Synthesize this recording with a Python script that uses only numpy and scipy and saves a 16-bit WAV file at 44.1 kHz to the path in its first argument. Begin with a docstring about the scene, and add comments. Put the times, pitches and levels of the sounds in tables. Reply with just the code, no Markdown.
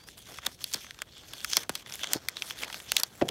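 """Unwrapping a box outdoors.

Hands tear plastic wrap off a cardboard box, close by. Creases flip and snap; the film rips,
rustles as it slides and pops against the box. The box knocks a few times, then scrapes on a plank.
A small bird whistles faintly at the start and near the end, over a distant low rumble."""
import sys
import numpy as np
from scipy import signal
from scipy.fft import rfft, irfft
from scipy.io import wavfile
from scipy.ndimage import uniform_filter1d

SR = 44100
rng = np.random.default_rng(int(sys.argv[2]) if len(sys.argv) > 2 else 0)


def master(y):
    """Save y as 16-bit WAV."""
    cut = np.clip(np.atleast_2d(y).T, -1, 1)
    pcm = np.round(cut * 32767)  # scale
    wavfile.write(sys.argv[1], SR, pcm.astype(np.int16))


N = 145530

# Flipping creases: start_s, peak_db, ring_hz, treble_db, bass_db, decay_s
CREASE_SNAPS = [(0.0388, -43, 4850, -9, -19, 0.0016), (0.087, -30, 1900, -28, -9, 0.0022),
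                (0.178, -37.5, 4390, -14, -3, 0.003), (0.386, -28.5, 2140, 3, 20, 0.0022),
                (0.4509, -31, 2900, -17, -7, 0.0025), (0.4664, -14, 3540, -8, 2, 0.00058),
                (0.59, -44, 3300, -16, -16, 0.0015), (0.642, -14, 4570, -5, -28, 0.0012),
                (0.718, -33, 4200, -12, -4, 0.0024), (0.737, -16, 6260, -13, -21, 0.0024),
                (0.845, -33.5, 2580, -15, 4, 0.002), (0.867, -35, 3350, -20, 9, 0.0015),
                (0.9087, -24.5, 1830, -23, -24, 0.0004), (0.945, -41, 1240, -24, -16, 0.0015),
                (0.9896, -32, 4870, -18, -5, 0.0019), (1.0192, -18, 1470, -13, -1, 0.0016),
                (1.181, -40, 9000, -6, -30, 0.00083), (0.981, -44.5, 1500, -25, -6, 0.0012),
                (1.3348, -24.5, 3550, -5, 1, 0.0036), (1.381, -36, 3350, -13, -16, 0.0024),
                (1.405, -30.5, 4380, -8, -8, 0.0022), (1.4459, -15.5, 1470, -11, -14.5, 0.0021),
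                (1.5331, -10.5, 5460, -25, -27, 0.0012), (1.569, -4, 5600, -5.5, -12, 0.0022),
                (1.5754, -20, 5000, -14, 4, 0.0026), (1.6333, -27, 2070, -15, -20, 0.0033),
                (1.694, -17, 1230, 1.5, -10, 0.0034), (1.7, -25.5, 1490, -30, 0, 0.0021),
                (1.7534, -18.5, 3930, -8, -12, 0.0034), (1.862, -32.5, 1930, -34, 3, 0.0019),
                (1.8975, -30.5, 6070, -6, -11, 0.0016), (1.9234, -24, 4940, -24, -4, 0.00092),
                (1.939, -24.5, 6200, -7, -29, 0.0013), (1.956, -24.5, 2280, -0.5, -20, 0.001),
                (1.9935, -32, 2260, -20, -16, 0.0013), (2.0342, -16, 3160, -40, -8, 0.0016),
                (2.0423, -17, 2260, -26, -1, 0.0017), (2.072, -21.5, 3400, -21, -1, 0.00088),
                (2.1338, -5, 4950, 3, -4, 0.0019), (2.2861, -12, 2010, -4.5, -14, 0.001),
                (2.2945, -28, 6090, 2, -25, 0.0008), (2.369, -22.5, 4050, -31, -1, 0.0015),
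                (2.422, -14.5, 2970, -20, -19, 0.0015), (2.466, -32, 9000, -3, -25, 0.00082),
                (2.5, -24.5, 5130, -24, -23, 0.0011), (2.508, -19.5, 3300, -39, -6.5, 0.0013),
                (2.58, -35, 3500, -19, -9, 0.0015), (2.625, -33, 3000, -9, -31.5, 0.0021),
                (2.6342, -18, 2170, -32, -1, 0.0025), (2.68, -31, 1490, -40, -2, 0.0026),
                (2.7005, -30, 1690, -16, 8, 0.002), (2.727, -26, 2980, -9, -7, 0.004),
                (2.7438, -22, 2760, -11, 1, 0.0017), (2.801, -28, 3330, -11, -5, 0.003),
                (2.9193, -7.5, 3240, -3.5, -4, 0.0013), (2.9668, -5, 3900, -9.5, -13.5, 0.0023),
                (3.034, -7, 4630, -5.5, -9, 0.0017), (3.2132, -22, 1340, -26, 27, 0.0074),
                (3.2217, -23, 1300, -16, 17, 0.0018), (3.2835, -26.5, 5340, -7, 2, 0.0026),
                (3.2885, -15.5, 2920, -9, 1, 0.0023)]
# Short tears: start_s, length_s, peak_db, ring_hz, treble_db, bass_db
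FILM_RIPS = [(0.4595, 0.0113, -16, 3700, -1, -5.5), (0.726, 0.007, -29, 4400, 0, -20),
             (0.738, 0.0098, -15.5, 4880, -8, -14.5), (0.744, 0.026, -30, 4000, -9, -1),
             (2.03, .013, -30.5, 2680, -23, -10), (2.611, 0.021, -28, 2830, -16, -16),
             (2.64, 0.01, -28, 2280, -12, -2), (1.492, 0.017, -28, 4900, -2, -9),
             (1.509, 0.016, -29.5, 4500, -10, -8), (2.995, 0.0089, -17, 4500, 1, -26)]
# Film resonances: centre_hz, width_hz, gain_db
FILM_MODES = [(3398, 396, 3.5), (4390, 313, -5), (5340, 540, -4), (6120, 350, -3.5), (1580, 190, -12)]
# Sliding film, band envelopes: time_s, mid_db, treble_db, low_db
RUSTLE_LEVELS = [(0, -54.5, -65, -61.5), (0.06, -66, -78, -66.5), (0.075, -50, -52.5, -52),
                 (0.11, -55, -61, -70), (0.165, -58, -72, -74), (0.176, -53.5, -49, -53),
                 (0.2, -54.5, -58, -67), (0.24, -58.5, -65.5, -69.5), (0.3, -50, -54.5, -51.5),
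                 (0.39, -47.5, -57, -58), (0.405, -62, -71, -68), (0.44, -52, -57.5, -48.5),
                 (0.49, -50.5, -58, -52), (0.55, -57, -60, -71), (0.575, -69, -72, -68),
                 (0.61, -47.5, -55, -55.5), (0.66, -50, -56, -64), (0.7, -45.5, -48.5, -64.5),
                 (0.769, -46, -55, -48), (0.83, -48.5, -56, -66), (0.89, -54.5, -66, -61),
                 (0.96, -59, -68, -66), (1.015, -55, -65, -56.5), (1.045, -70, -78, -67),
                 (1.075, -65, -72, -63), (1.095, -61.5, -77, -68), (1.15, -54, -67, -63.5),
                 (1.24, -55, -67, -60), (1.28, -48.5, -57, -61.5), (1.31, -49.5, -59.5, -54.5),
                 (1.42, -53.5, -55.5, -60), (1.485, -49.5, -52.5, -58), (1.5, -44.5, -47, -54),
                 (1.55, -39, -46, -51), (1.59, -39.5, -45, -44), (1.63, -47.5, -52, -50),
                 (1.65, -59, -69, -50), (1.685, -69, -74, -78), (1.71, -53, -64, -53),
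                 (1.79, -47, -55.5, -56.5), (1.825, -49.5, -60, -56), (1.84, -67, -88, -63),
                 (1.871, -48.5, -57, -56.5), (1.95, -46.5, -49.5, -53), (1.98, -48.5, -54, -59.5),
                 (2.05, -46.5, -56, -53.5), (2.1, -45.5, -60, -46.5), (2.148, -37, -41.5, -42.5),
                 (2.18, -51, -65, -53), (2.2, -56, -66, -57.5), (2.35, -52.5, -66, -54),
                 (2.39, -45.5, -56.5, -53.5), (2.48, -47, -49, -54.5), (2.52, -42.5, -50, -50.5),
                 (2.55, -49, -65, -51), (2.59, -45, -49.5, -52.5), (2.63, -44, -46, -45),
                 (2.655, -47.5, -60, -48), (2.69, -50.5, -55.5, -51.5), (2.759, -45.5, -52, -55.5),
                 (2.85, -52, -56.5, -55.5), (2.89, -45, -60, -55.5), (2.95, -44.5, -53, -54.5),
                 (2.985, -34, -45, -46), (3.005, -40, -44, -43), (3.015, -50, -57, -51),
                 (3.1, -58.5, -66, -63.5), (3.2, -51.5, -57, -53.5), (3.241, -63, -68, -65),
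                 (3.27, -51.5, -59, -54), (3.3, -59, -69, -61)]
# Film resonance relative to raw slip noise: time_s, gain_db
RUSTLE_RINGING = [(0, -13), (.35, -2), (.62, -2.5), (1.15, -3.5), (1.5, -0.5), (1.8, -6), (2.1, -7.5),
                  (2.6, -4.5), (3.3, -12.5)]
# Slip spectrum: freq_hz, gain_db
SLIP_SPECTRUM = [(150, 20.5), (300, 3.5), (1000, 1), (2000, 0.5), (3500, -1), (6500, -3), (9000, -5.5),
                 (13000, -6), (16000, -14)]
# Film popping against the box: start_s, peak_db
FILM_POPS = [(0.47, -36.5), (0.746, -35.5), (1.571, -31.5), (1.6936, -24.5), (2.134, -46)]
# Blows on the box: start_s, peak_db (before the low cut), contact_s
BOX_KNOCKS = [(2.152, -26.5, 0.001), (2.158, -18.5, 0.0014), (3.2168, -13.5, 0.0003),
              (3.2214, -8.5, 0.0008), (3.2248, -10, 0.00073)]
# Box resonances: pitch_hz, gain_db, t60_s
BOX_MODES = [(128, 4, 0.11), (358, 10.5, 0.044), (423, 11, 0.053), (575, 21.5, 0.018), (692, 18.5, 0.047),
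             (1330, -20, .025), (2030, -24, 0.014)]
# Box dragging on wood: time_s, level_db
SCRAPE_LEVELS = [(3.222, -68), (3.231, -34), (3.246, -37), (3.255, -35), (3.262, -45), (3.272, -38),
                 (3.284, -47), (3.3, -37)]
# Friction spectrum: freq_hz, gain_db
SCRAPE_SPECTRUM = [(40, -18), (120, 2.5), (350, -3), (750, -6), (1100, -28), (4000, -56)]
# Bird whistles: start_s, length_s, from_hz, to_hz, level_db
BIRD_WHISTLES = [(-.04, .135, 4300, 5020, -62), (3.135, .09, 7500, 7820, -67),
                 (3.262, .04, 6950, 7000, -67)]
# Outdoor background spectrum: freq_hz, gain_db
AIR_SPECTRUM = [(12, -55), (30, -12), (60, -1), (130, -2.5), (300, -11), (700, -17), (1500, -41),
                (3300, -20.5), (7000, -33.5), (16500, -33)]

LEAD_S = 0.002  # room for treble that arrives ahead of a burst


def snaps(rise_s=0.000275, click_gain=2.95, tail_db=-27, tail_t60_s=0.065):
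    """A crease flips: one click over a fast-dying rattle with a faint tail."""
    out, t = np.zeros(N), np.arange(4096) / SR
    click = click_gain * (np.arange(len(t)) == round(rise_s * SR))
    for start_s, peak_db, ring_hz, treble_db, bass_db, decay_s in CREASE_SNAPS:
        tail = gain_of(tail_db - 60 * t / tail_t60_s)
        envelope = np.minimum(t / rise_s, 1) * (np.exp(-t / decay_s) + tail)
        drive = click + rng.standard_normal(len(t))
        add(out, start_s - LEAD_S, film_burst(drive, envelope, peak_db, ring_hz, treble_db, bass_db))
    return out


def rips():
    """The film tears: short noise bursts that swell and stop."""
    out, t = np.zeros(N), np.arange(4096) / SR
    for start_s, length_s, *voicing in FILM_RIPS:
        progress = np.minimum(t / length_s, 1)
        envelope = np.sin(np.pi * progress ** 1.54).clip(0) ** 0.93
        add(out, start_s - LEAD_S, film_burst(rng.standard_normal(len(t)), envelope, *voicing))
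    return out


def film_burst(drive, envelope, peak_db, ring_hz, treble_db, bass_db,
               body_db=-6.5, modes_db=-6, low_cut_hz=660, spread_s=0.001398):
    """A burst rings the film. Treble dies first; low bending waves travel slower and arrive last."""
    hz = np.fft.rfftfreq(len(drive), 1 / SR) + 30
    colour = (bell(hz, ring_hz, 0.15) + gain_of(body_db) * bell(hz, 3400, 0.64)
              + gain_of(bass_db) * bell(hz, 900, 0.78))
    modes = sum(gain_of(modes_db + gain_db) * bell(hz, centre_hz, width_hz / centre_hz / 2)
                for centre_hz, width_hz, gain_db in FILM_MODES)
    body = rfft(drive * envelope) * colour * (1 + modes)
    treble = rfft(drive * envelope ** 1.92) * gain_of(treble_db) * bell(hz, 8800, 0.74)
    radiation = 1 / np.sqrt(1 + (low_cut_hz / hz) ** 4)
    lag_cycles = 2 * spread_s * (np.sqrt(1000 * hz) - hz / 3.5) + LEAD_S * hz
    burst = irfft((body + treble) * radiation * np.exp(-2j * np.pi * lag_cycles), len(drive))
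    return at_peak(burst, peak_db)


def slips(rate_per_s=2500, uneven_db=2, t60_s=0.0035, flutter_db=1.46):
    """Dense tiny slips of uneven size, each a decaying puff of noise."""
    size_db = uneven_db * np.minimum(rng.exponential(1, N), 5)
    onsets = rng.random(N) < rate_per_s / SR
    power = signal.lfilter([1], [1, -gain_of(-120 / t60_s / SR)], gain_of(2 * size_db) * onsets)
    return np.sqrt(power) * rng.standard_normal(N) * gain_of(flutter_db * wander(samples=400))


def rustle(drift_db=4.5, patchy_db=2):
    """Slips excite the film's modes, which come and go as it bends. Three bands swell separately."""
    drive, rings = slips(), np.zeros(N)
    for centre_hz, width_hz, gain_db in FILM_MODES:
        ring = signal.lfilter(*signal.iirpeak(centre_hz, centre_hz / width_hz, SR), drive)
        rings += gain_of(gain_db + drift_db * wander(samples=2500)) * ring
    ring_gain = gain_curve(*np.transpose(RUSTLE_RINGING))
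    blend = (unit_rms(drive) + ring_gain * unit_rms(rings)) / np.sqrt(1 + ring_gain ** 2)
    spectra = signal.stft(coloured(blend, SLIP_SPECTRUM), nperseg=256)[2]
    # Level varies in patches across frequency and time.
    patches = uniform_filter1d(rng.standard_normal(spectra.shape), size=6, axis=0)
    patches = unit_rms(uniform_filter1d(patches, size=10, axis=1))
    film = signal.istft(spectra * gain_of(patchy_db * patches), nperseg=256)[1][:N]
    time_s, *levels_db = np.transpose(RUSTLE_LEVELS)
    out = np.zeros(N)
    for level_db, band_hz in zip(levels_db, [(2000, 7500), (7500, 16500), (300, 2000)]):
        band = signal.sosfilt(signal.butter(3, band_hz, "band", fs=SR, output="sos"), film)
        out += gain_curve(time_s, level_db) * unit_rms(band)
    return out


def pops(centre_hz=366, lag_cycles=1.8):
    """Taut film pops against the box: a falling thump, each tone lag_cycles / hz seconds late."""
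    out, hz = np.zeros(N), np.fft.rfftfreq(8192, 1 / SR) + 1
    pop = irfft(bell(hz, centre_hz, 1) * np.exp(-2j * np.pi * lag_cycles * np.log(hz)))[:3000]
    for start_s, peak_db in FILM_POPS:
        add(out, start_s, at_peak(pop, peak_db))
    return out


def knocks(low_cut_hz=187):
    """Soft blows ring the modes of the box; a low cut thins the bass."""
    out, t = np.zeros(N), np.arange(6000) / SR
    ring = sum(gain_of(gain_db - 60 * t / t60_s) * np.sin(2 * np.pi * pitch_hz * t)
               for pitch_hz, gain_db, t60_s in BOX_MODES)
    for start_s, peak_db, contact_s in BOX_KNOCKS:
        force = np.exp(-4 * (t[:300] / contact_s - 1) ** 2)
        add(out, start_s, at_peak(np.convolve(ring, force), peak_db))
    return signal.sosfilt(signal.butter(2, low_cut_hz, "high", fs=SR, output="sos"), out)


def scrape():
    """The box drags on a rough plank as it settles: low friction noise."""
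    time_s, level_db = np.transpose(SCRAPE_LEVELS)
    sliding = np.arange(N) / SR > time_s[0]
    friction = unit_rms(coloured(rng.standard_normal(N), SCRAPE_SPECTRUM))
    return sliding * gain_curve(time_s, level_db) * friction


def bird():
    """Thin whistles: sine tones gliding upward."""
    out = np.zeros(N)
    for start_s, length_s, from_hz, to_hz, level_db in BIRD_WHISTLES:
        progress = np.arange(0, length_s, 1 / SR) / length_s
        pitch_hz = from_hz + (to_hz - from_hz) * progress
        envelope = gain_of(level_db) * np.sqrt(2 * np.sin(np.pi * progress))
        add(out, start_s, envelope * np.sin(2 * np.pi * np.cumsum(pitch_hz) / SR))
    return out


def air(level_db=-59, wobble_db=1.5):
    """Distant rumble and hiss, slightly uneven in level."""
    envelope = gain_of(level_db + wobble_db * wander(samples=2000))
    return envelope * unit_rms(coloured(rng.standard_normal(N), AIR_SPECTRUM))


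def gain_of(db):
    """Decibels to amplitude gain."""
    return 10 ** (np.asarray(db) / 20)


def gain_curve(time_s, level_db):
    """Per-sample gain through dB breakpoints."""
    return gain_of(np.interp(np.arange(N) / SR, time_s, level_db))


def at_peak(x, peak_db):
    """Scales x to a peak level."""
    return gain_of(peak_db) * x / abs(x).max()


def unit_rms(x):
    """Scales x to rms 1."""
    return x / np.sqrt(np.mean(x ** 2) + 1e-20)


def bell(hz, centre_hz, log_width):
    """Gaussian on a log-frequency axis."""
    return np.exp(-0.5 * (np.log(hz / centre_hz) / log_width) ** 2)


def coloured(x, spectrum):
    """Filters x by a spectrum table."""
    freq_hz, gain_db = np.transpose(spectrum)
    hz = np.fft.rfftfreq(len(x), 1 / SR)
    return irfft(rfft(x) * gain_of(np.interp(np.log(hz + 1), np.log(freq_hz + 1), gain_db)), len(x))


def wander(samples):
    """Smoothed random wobble, rms 1."""
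    return unit_rms(uniform_filter1d(uniform_filter1d(rng.standard_normal(N), samples), samples))


def add(mix, start_s, sound):
    """Mixes a sound in at start_s, trimmed to fit."""
    at = round(start_s * SR)
    sound = sound[max(-at, 0):]
    part = mix[max(at, 0):][:len(sound)]
    part += sound[:len(part)]


def scene():
    """Mono sum of all sources."""
    return (air() + rustle() + bird() + knocks() + snaps() + rips() + pops() + scrape())[None]


def record(dry):
    """Low-pass at 15.9 kHz."""
    low_pass = signal.firwin(255, 15900, window=("kaiser", 9), fs=SR)
    return signal.oaconvolve(dry, low_pass[None], "same")


dry = scene()
out = record(dry)
master(out)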